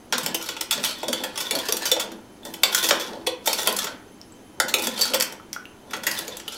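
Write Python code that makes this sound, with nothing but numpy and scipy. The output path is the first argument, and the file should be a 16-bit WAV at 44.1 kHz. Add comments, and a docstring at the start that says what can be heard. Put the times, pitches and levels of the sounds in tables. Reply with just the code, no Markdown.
"""A steel measuring spoon stirs thick sauce in a hand-held plastic cup in a small hard kitchen.
For two seconds it knocks, chatters and drags on the wall: bursts of noise ring the cup, the sauce gulps low.
After a lull come the loudest knocks, near 2.6 and 2.9 s; a lull follows from 3.9 s, with drops ticking and
chirping at 4.2 and 4.3 s. A flurry from 4.6 s gives way to rising sine pings, lighter knocks and a last short
ping near 2.9 kHz. Decaying noise bands make the room ring on over coloured air noise and thin whines."""
import sys
import numpy as np
from scipy import signal
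from scipy.fft import rfft, irfft, next_fast_len
from scipy.io import wavfile
from scipy.ndimage import uniform_filter1d

SR = 44100
rng = np.random.default_rng(int(sys.argv[2]) if len(sys.argv) > 2 else 0)


def unload_audio(sound):
    """Save the sound as a 16-bit wav file, at the path given as the first command line argument."""
    columns = np.transpose(np.atleast_2d(sound))
    # keep every value between -1 and 1, then stretch to whole-number steps
    steps = np.round(np.clip(columns, -1, 1) * 32767)
    wavfile.write(sys.argv[1], SR, steps.astype(np.int16))


def ratio(d):
    """dB to gain"""
    e = np.asarray(d, float) / 20
    return 10 ** e


N = 289731

# Spoon knocks on the wall. Each row: start in seconds, clack level in dB (as a sine's peak),
# thud level in dB rms, tick level in dB rms, chatter decay constant in ms.
SPOON_KNOCKS = [(0.1242, -14.5, -32.5, -33.5, 3.2), (0.1308, -17, -32, -45, 11),
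                (0.1799, -21.5, -40, -29, 4), (0.2317, -31, -60, -36.5, 13), (0.2614, -19, -36.5, -28.5, 2),
                (0.344, -21, -32.5, -26, 6), (0.4249, -40, -55, -37, 3.6),
                (0.488, -21.5, -39.5, -37.5, 3.6), (0.565, -28.5, -45, -54, 5.3),
                (0.609, -20.5, -40.5, -29, 4.7), (0.7089, -15, -66, -24.5, 5.7),
                (0.7248, -20, -45, -30, 9.7), (0.776, -27.5, -35.5, -51, 4.0),
                (0.838, -16.5, -49, -33, 2.1), (0.8446, -19.5, -57, -26.5, 14),
                (1.03, -26.5, -30, -43, 8.3), (1.0816, -22.5, -27.5, -34, 5),
                (1.1288, -17.5, -42, -29.5, 3.4), (1.2358, -22, -37.5, -34, 7.3),
                (1.356, -29, -52, -47, 7.3), (1.3746, -22, -45, -34, 12), (1.4014, -24.5, -54, -32, 18),
                (1.509, -17.5, -32.5, -27, 4.3), (1.5507, -20, -45, -31.5, 8.5),
                (1.587, -23.5, -54, -35, 5.5), (1.685, -20, -29.5, -31.5, 6.1),
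                (1.723, -18.5, -36.5, -22.5, 2.4), (1.7674, -28, -55, -28.5, 5.7),
                (1.821, -29, -39, -42, 2.6), (1.8534, -21.5, -49, -28.5, 22),
                (1.9144, -12.5, -22, -22.5, 7.4), (1.9639, -26.5, -30, -60, 5.7),
                (1.9956, -21, -50, -30.5, 15.4), (2.4506, -35, -40.5, -41, 5.6),
                (2.538, -30, -56, -38.5, 4.5), (2.6334, -7.5, -32, -20, 3.5), (2.725, -24, -47, -36, 5.9),
                (2.7468, -12.5, -52, -21.5, 4.2), (2.776, -24, -40, -50, 2.8), (2.842, -19, -31, -32, 6.8),
                (2.8873, -16.5, -34.5, -23, 9.1), (2.9082, -8, -21.5, -46, 2.3),
                (2.9955, -26.5, -45, -38.5, 27), (3.1334, -34, -38, -75, 1.8),
                (3.2645, -28, -37.5, -46, 5.3), (3.268, -16, -23.5, -33, 5.4),
                (3.4582, -28, -53, -27.5, 14), (3.473, -15, -25.5, -24.5, 6.6),
                (3.5292, -19.5, -43, -26, 5.8), (3.5827, -22, -34.5, -36, 14), (3.6305, -29, -55, -35, 3.1),
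                (3.6571, -26, -43, -40, 25), (3.6725, -14.5, -26.5, -22, 2.7), (3.7254, -35, -45, -32, 2.4),
                (3.764, -29, -45, -27.5, 5.6), (3.7873, -20, -44, -29, 3.5), (3.8685, -23.5, -56, -62, 6.6),
                (4.6, -9.5, -30.5, -26.5, 3.4), (4.681, -26, -52, -34.5, 13),
                (4.7394, -9.5, -32, -22.5, 4.1), (4.785, -28, -60, -38, 2.1), (4.8205, -34, -54, -32, 4.5),
                (4.8396, -42, -50, -31, 10), (4.8697, -19, -33, -28.5, 3.4),
                (4.9898, -28.5, -35.5, -34, 13), (5.0099, -16, -40, -21.5, 13),
                (5.1352, -16.5, -25, -33, 5.2), (5.1419, -17.5, -26, -24, 7.5),
                (5.1992, -21, -57, -29, 2.4), (5.2076, -14.5, -60, -26, 1.8), (5.2224, -21, -50, -24, 3.6),
                (5.5299, -35, -67, -43, 11), (5.9076, -37, -48, -48, 7.1), (5.933, -20.5, -42, -43.5, 8.7),
                (6.0339, -27.5, -52, -41, 6.6), (6.0662, -14.5, -38, -25.5, 8.8),
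                (6.1116, -25.5, -55, -32, 7.2), (6.1885, -29, -45, -32, 3.4),
                (6.279, -31, -37.5, -38.5, 4.6), (6.3683, -35.5, -51, -38.5, 5.6),
                (6.3972, -34, -58, -47, 5.6), (6.4785, -27.5, -46, -39.5, 4.4), (6.522, -44, -48, -44, 5.2)]
# Knocks whose spot on the wall favours some resonances. Each row: time in seconds, favoured pitch in Hz.
FAVOURED_PITCHES = [(0.1304, 1330), (0.344, 3050), (0.7091, 3150), (0.8444, 3600), (1.031, 1090),
                    (1.1288, 3080), (1.509, 2300), (1.723, 4950), (1.9159, 3400), (2.6332, 2730),
                    (2.7468, 1420), (2.9089, 1420), (3.268, 2640), (3.6725, 2450), (3.8676, 1570),
                    (4.5999, 1360), (4.7392, 2570), (5.0109, 4670), (5.1354, 3380), (5.2074, 3140),
                    (5.9074, 1680), (5.9328, 1420), (6.0669, 2060), (6.4792, 2900)]
# Resonances of the sauce-filled cup. Each row: pitch in Hz, width in Hz, mean strength in dB.
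CUP_MODES = [(323, 28, -7), (504.7, 97, -6.5), (929, 95, -4), (1090, 43, -1), (1410, 150, -4.5),
             (1940, 156, -1.5), (2536, 465, -7.5), (3120, 62, 3), (3450, 156, 0.5), (4486, 172, 0.5),
             (5160, 620, -9), (5860, 172, -2.5), (6365, 110, -6.5), (7105, 290, -6), (7930, 870, -17.5),
             (10400, 460, -7.5), (13300, 1700, -16.5)]
# Plain crack of steel on plastic between the resonances. Each row: frequency in Hz, gain in dB.
PLAIN_CRACK = [(150, -30), (300, -20), (1000, -17), (4000, -16), (9000, -16), (13000, -19), (16000, -23)]
# Strokes along the wall. Each row: fastest moment in seconds, rasp level in dB, hiss level in dB,
# build-up in seconds per 20 dB, fade in seconds per 20 dB.
WALL_STROKES = [(0.202, -38, -55, 0.057, 0.33), (0.44, -35, -45, 0.1, 0.17), (0.519, -43, -60, 0.15, 0.02),
                (0.791, -37, -56, 0.14, 0.24), (0.91, -32, -39, 0.17, 0.055),
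                (1.002, -41, -57, 0.022, 0.17), (1.192, -41, -53.5, 0.088, 0.32),
                (1.49, -39.5, -48, 0.24, 0.23), (1.67, -34.5, -46, 0.35, 0.088),
                (1.84, -32, -46, 0.078, 0.13), (2.12, -47, -75, 0.15, 0.055),
                (2.469, -50, -51, 0.045, 0.19), (2.7, -37, -48, 0.086, 0.1), (2.79, -30, -30, 0.12, 0.078),
                (2.84, -26, -27, 0.04, 0.11), (3.04, -39, -51, 0.35, 0.19), (3.49, -32.5, -40, 0.048, 0.29),
                (3.61, -34.5, -33.5, 0.1, 0.064), (3.7, -31, -53, 0.08, 0.05), (3.819, -31, -41, 0.16, 0.1),
                (4.83, -34, -40.5, 0.033, 0.27), (4.97, -33.5, -42, 0.061, 0.23),
                (5.045, -27, -35, 0.042, 0.097), (5.279, -43, -49, 0.15, 0.055),
                (5.911, -42.5, -59, 0.03, 0.05), (6.1, -49, -50, 0.05, 0.3), (6.18, -34, -40.5, 0.15, 0.12),
                (6.31, -44.5, -60, 0.08, 0.42), (6.53, -40.5, -53, 0.085, 0.23)]
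# Surges of sauce pushed against the wall. Each row: time in seconds, gulp level in dB,
# level in dB of the rumble of the cup's base.
SAUCE_SURGES = [(0.165, -37, -44), (0.29, -40.5, -38), (0.42, -58, -45), (0.78, -38.5, -40),
                (1.1, -37, -42.5), (1.22, -55, -38), (1.41, -47, -44), (1.55, -43, -33.5),
                (1.75, -47, -37.5), (1.89, -50, -38), (2.04, -40, -38.5), (2.47, -43, -42.5),
                (2.68, -48, -36.5), (2.84, -36.5, -38.5), (2.92, -39.5, -31), (3.02, -53, -44),
                (3.11, -42, -36), (3.49, -43, -41), (3.69, -38.5, -33.5), (3.85, -44.5, -40),
                (4.65, -44, -38.5), (4.76, -39.5, -33.5), (4.87, -38, -40), (5.12, -40, -42.5),
                (5.29, -48, -45.5), (5.92, -44.5, -41), (6.09, -45.5, -41), (6.23, -46, -40.5),
                (6.42, -51.5, -47.5)]
# Air pockets closing in the sauce. Each row: ringing pitch in Hz, relative strength in dB.
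AIR_POCKETS = [(155, -7.5), (210, -2.5), (245, 1.5), (325, -3)]
# Drops and short pings: plinks in the sauce, small clinks of the spoon. Each row: start in seconds,
# ping peak in dB, starting pitch in Hz, time to fall 60 dB in seconds.
SHORT_PINGS = [(2.4326, -35, 3450, 0.018), (4.2147, -26.5, 5350, 0.0073), (4.322, -40, 7600, 0.027),
               (5.399, -32.5, 1290, 0.018), (5.5302, -13.5, 5650, 0.0064), (5.5635, -20, 1410, 0.023),
               (5.655, -26, 2750, 0.0086), (6.4793, -23, 2920, 0.034)]
# Reverberation of the kitchen. Each row: frequency in Hz, time to fall 60 dB in seconds.
ROOM_DECAY = [(200, 0.43), (600, 0.3), (1500, 0.46), (4000, 0.26), (10000, 0.17), (16000, 0.13)]
# Colour of the background air noise. Each row: frequency in Hz, relative density in dB per Hz.
AIR_COLOUR = [(18, -5), (30, -5.5), (124, 0), (157, -6), (184, 2.5), (319, 4.5), (584, -5.5), (801, -5.5),
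              (1070, -10.5), (1760, -14.5), (5900, -22.5), (6380, -21), (8300, -25), (10500, -25),
              (16000, -31)]
# Appliance whines. Each row: pitch in Hz, level in dB rms.
APPLIANCE_WHINES = [(312.2, -67.5), (985.1, -67.5), (3079, -68), (5469, -91), (6261, -69.5), (10573, -89),
                    (10783, -68)]


def knocks(grain_db=1.5, clump_db=2.0, rise_share=0.064, thud_width_hz=69.0, thud_detune=0.062):
    """A knock is a swelling and dying run of uneven contacts that ring the cup."""
    size = 4096
    head, blur = 660, 130  # samples: 15 ms to level thud and tick, 3 ms for the clack
    spread_db, detune = 2.5, 0.025
    out = np.zeros(N + size)
    f, t = np.fft.rfftfreq(size, 1 / SR), np.arange(size) / SR
    low, middle, high = three_bands(f)
    for s, clack_db, thud_db, tick_db, chatter_ms in SPOON_KNOCKS + bumps():
        age = 1000 * t / chatter_ms
        contacts = rng.standard_normal(size) * ratio(grain_db * rng.standard_normal(size))
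        # ragged clusters of slips
        contacts *= ratio(clump_db * np.repeat(rng.standard_normal(size // 64), 64))
        contacts *= (1 - np.exp(-age / rise_share)) * np.exp(-age) * (t < 0.05)

        # moving sauce loads the wall anew each time: strengths and pitches shift
        strength, tuning = rng.standard_normal((2, len(CUP_MODES)))
        body = cup(f, spread_db * strength + favour(s), 1 + detune * tuning)
        # the heavy base mode carries the thud
        base_hz = CUP_MODES[1][0] * (1 + thud_detune * tuning[1])
        base = low * resonance(f, base_hz, thud_width_hz)

        ringing = rfft(contacts) * body
        thud, clack, tick = (irfft(ringing * band) for band in (base, middle, high))
        sound = ratio(clack_db) * clack / np.sqrt(2 * uniform_filter1d(clack ** 2, blur).max())
        sound += ratio(thud_db) * thud / thud[:head].std()
        sound += ratio(tick_db) * tick / tick[:head].std()
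        i = round(s * SR)
        out[i:i + size] += sound
    return out[:N]


def bumps(scatter_s=0.03, over_rasp_db=-0.6, spread_db=3.9):
    """Each stroke also bumps the wall lightly once, at a chance moment, about as strongly as it rasps."""
    chance = rng.standard_normal((len(WALL_STROKES), 2))
    rows = []
    for (s, rasp_db, *_), (early, more) in zip(WALL_STROKES, chance):
        db = rasp_db + over_rasp_db + spread_db * more
        start = min(s + scatter_s * early, N / SR)
        rows.append((start, db, db - 12, db - 7.5, 6.6))  # columns as in SPOON_KNOCKS
    return rows


def favour(s, boost_db=7.5, reach_octaves=0.43):
    """Extra dB for each resonance near the pitch favoured by the spot struck at time s."""
    near = [hz for at, hz in FAVOURED_PITCHES if abs(at - s) < 0.004]
    mode_hz = np.array(CUP_MODES)[:, 0]
    return sum(boost_db * np.exp(-(np.log2(mode_hz / hz) / reach_octaves) ** 2) for hz in near)


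def cup(f, mode_db, tuning):
    """The cup's answer to a touch: its resonances, each with a strength and tuning, over the plain crack."""
    answer = ratio(at_hz(PLAIN_CRACK, f))
    for k, ((hz, width, db), more, shift) in enumerate(zip(CUP_MODES, mode_db, tuning)):
        answer = answer + (-1) ** k * ratio(db + more) * resonance(f, hz * shift, width)
    return answer


def drag(slips_per_s=1500.0, grain_db=3.5, judder_db=2.0, gulps_per_s=150.0, gulp_width_hz=36.6):
    """The spoon's edge sticks and slips in clumps and sounds through the cup; the pushed sauce gulps low."""
    sizes = ratio(grain_db * np.minimum(rng.exponential(1, N), 3.0)) * rng.choice([-1, 1], N)
    slips = sizes * (rng.random(N) < slips_per_s / SR) * ratio(judder_db * drift(33.0))
    size = next_fast_len(N)
    f = np.fft.rfftfreq(size, 1 / SR)
    low, middle, high = three_bands(f)

    # the edge wanders over five spots of the wall, each stirring the resonances in its own way
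    spots, changes_per_s = 5, 12.0  # the second sets the pace of the wander
    spot = np.argmax([drift(changes_per_s) for _ in range(spots)], axis=0)
    colours = rng.standard_normal((spots, 2, len(CUP_MODES)))
    rubbed = 0
    for k, (more, shift) in enumerate(colours):
        rubbed = rubbed + rfft(slips * (spot == k), size) * cup(f, 3.0 * more, 1 + 0.06 * shift)

    sloshed = 0
    for hz, db in AIR_POCKETS:
        closings = rng.random(N) < gulps_per_s / len(AIR_POCKETS) / SR
        gulps = rng.standard_normal(N) * closings
        sloshed = sloshed + ratio(db) * rfft(gulps, size) * resonance(f, hz, gulp_width_hz) ** 2

    spectra = (rubbed * middle, rubbed * low, rubbed * high, sloshed)
    rasp, rumble, hiss, slosh = [rms_one(irfft(x, size)[:N]) for x in spectra]
    s, rasp_db, hiss_db, rise_s, fade_s = np.transpose(WALL_STROKES)
    out = swells(s, rasp_db, rise_s, fade_s) * rasp
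    out += swells(s, hiss_db, rise_s, fade_s) * hiss
    s, gulp_db, rumble_db = np.transpose(SAUCE_SURGES)
    rise_s, fade_s = 0.09, 0.21  # per 20 dB
    out += swells(s, gulp_db, rise_s, fade_s) * slosh
    out += swells(s, rumble_db, rise_s, fade_s) * rumble
    return out


def swells(s, db, rise_s, fade_s):
    """Gain over time of events that build up to their level and fade, straight in dB; times are per 20 dB."""
    t = np.arange(N) / SR
    level_db = np.full(N, -120.0)
    for at, top, rise, fade in np.broadcast(s, db, rise_s, fade_s):
        late = t - at
        level_db = np.maximum(level_db, top - 20 * np.maximum(late / fade, -late / rise))
    return ratio(level_db)


def short_pings(rise=3.4, tick_db=-22.0):
    """Drops and short pings, plinks or small clinks: a noise tick and a sine whose pitch climbs as it dies."""
    t = np.arange(4410) / SR
    out = np.zeros(N + len(t))
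    for s, peak_db, hz, t60 in SHORT_PINGS:
        ping = np.sin(2 * np.pi * hz * (t + rise * t ** 2)) * ratio(-60 * t / t60)
        tick = np.diff(rng.standard_normal(len(t) + 1)) * np.exp(-t / 0.0014)
        i = round(s * SR)
        out[i:i + len(t)] += ratio(peak_db) * (ping + ratio(tick_db) * tick)
    return out[:N]


def kitchen(x, first_echo_s=0.0018):
    """Dense echoes: half-octave bands of noise, each dying at its own rate."""
    t, tail = np.arange(SR // 2) / SR, 0
    edges = 150 * 2 ** np.arange(0, 7.1, 0.5)
    for low, high in zip(edges, edges[1:]):
        band_pass = signal.butter(2, [low, high], "band", fs=SR, output="sos")
        band = signal.sosfilt(band_pass, rng.standard_normal(len(t)))
        tail = tail + band * ratio(-60 * t / at_hz(ROOM_DECAY, np.sqrt(low * high)))
    tail *= 1 - np.exp(-(t / first_echo_s) ** 2)  # the echoes set in softly
    return signal.fftconvolve(x, tail / np.sqrt(np.sum(tail ** 2)))[:N]


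def background(air_db=-48, whine_width_hz=7.3):
    """Coloured air noise, and whines as noise in very narrow resonances."""
    size = next_fast_len(N)
    f = np.fft.rfftfreq(size, 1 / SR)
    air_white, whine_white = rfft(rng.standard_normal((2, size)))
    out = ratio(air_db) * rms_one(irfft(air_white * ratio(at_hz(AIR_COLOUR, f)), size))
    for hz, db in APPLIANCE_WHINES:
        narrow = resonance(f, hz, whine_width_hz * np.sqrt(hz / 1000)) ** 2
        out += ratio(db) * rms_one(irfft(whine_white * narrow, size))
    return out[:N]


def resonance(f, hz, width_hz):
    """Complex response of one resonance, gain 1 on top."""
    return 1j * f * width_hz / (hz ** 2 - f ** 2 + 1j * f * width_hz)


def three_bands(f, deep_hz=260, low_hz=720, high_hz=7000):
    """Low, middle and high parts of the spectrum; the small cup radiates nothing deep."""
    def edge(hz, kind):
        return signal.freqs(*signal.butter(4, hz, kind, analog=True), f)[1]
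    low = edge(deep_hz, "high") * edge(low_hz, "low")
    middle = edge(low_hz, "high") * edge(high_hz, "low")
    return low, middle, edge(high_hz, "high")


def drift(rate_hz):
    """Slow random wander of rms 1: noise through two equal one-pole low-passes, started a second early."""
    r = np.exp(-2 * np.pi * rate_hz / SR)
    return rms_one(signal.lfilter([1], [1, -2 * r, r * r], rng.standard_normal(N + SR))[SR:])


def rms_one(x):
    """Scale to rms 1."""
    return x / np.sqrt(np.mean(x ** 2) + 1e-20)


def at_hz(points, hz):
    """Read a table of frequency and value on a log-frequency axis."""
    table_hz, values = np.transpose(points)
    return np.interp(np.log(hz + 1), np.log(table_hz), values)


def scene(room_db=-5, rim_shade_db=-2):
    """Everything at the cup is heard directly and through the room; the rim shades the pings from the walls."""
    wall, pings = knocks() + drag(), short_pings()
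    room = kitchen(wall + ratio(rim_shade_db) * pings)
    mix = wall + pings + ratio(room_db) * room + background()
    return mix[None]


def band_limit(x):
    """A steep low-pass at the top of the band."""
    return signal.sosfilt(signal.butter(12, 16970, fs=SR, output="sos"), x)


def record(dry):
    """A steep low-pass removes the top of the treble, from 16.1 kHz up."""
    low_pass = signal.cheby2(20, 50, 16100, fs=SR, output="sos")
    finished = signal.sosfilt(low_pass, dry)
    return band_limit(finished)


dry = scene()
out = record(dry)
unload_audio(out)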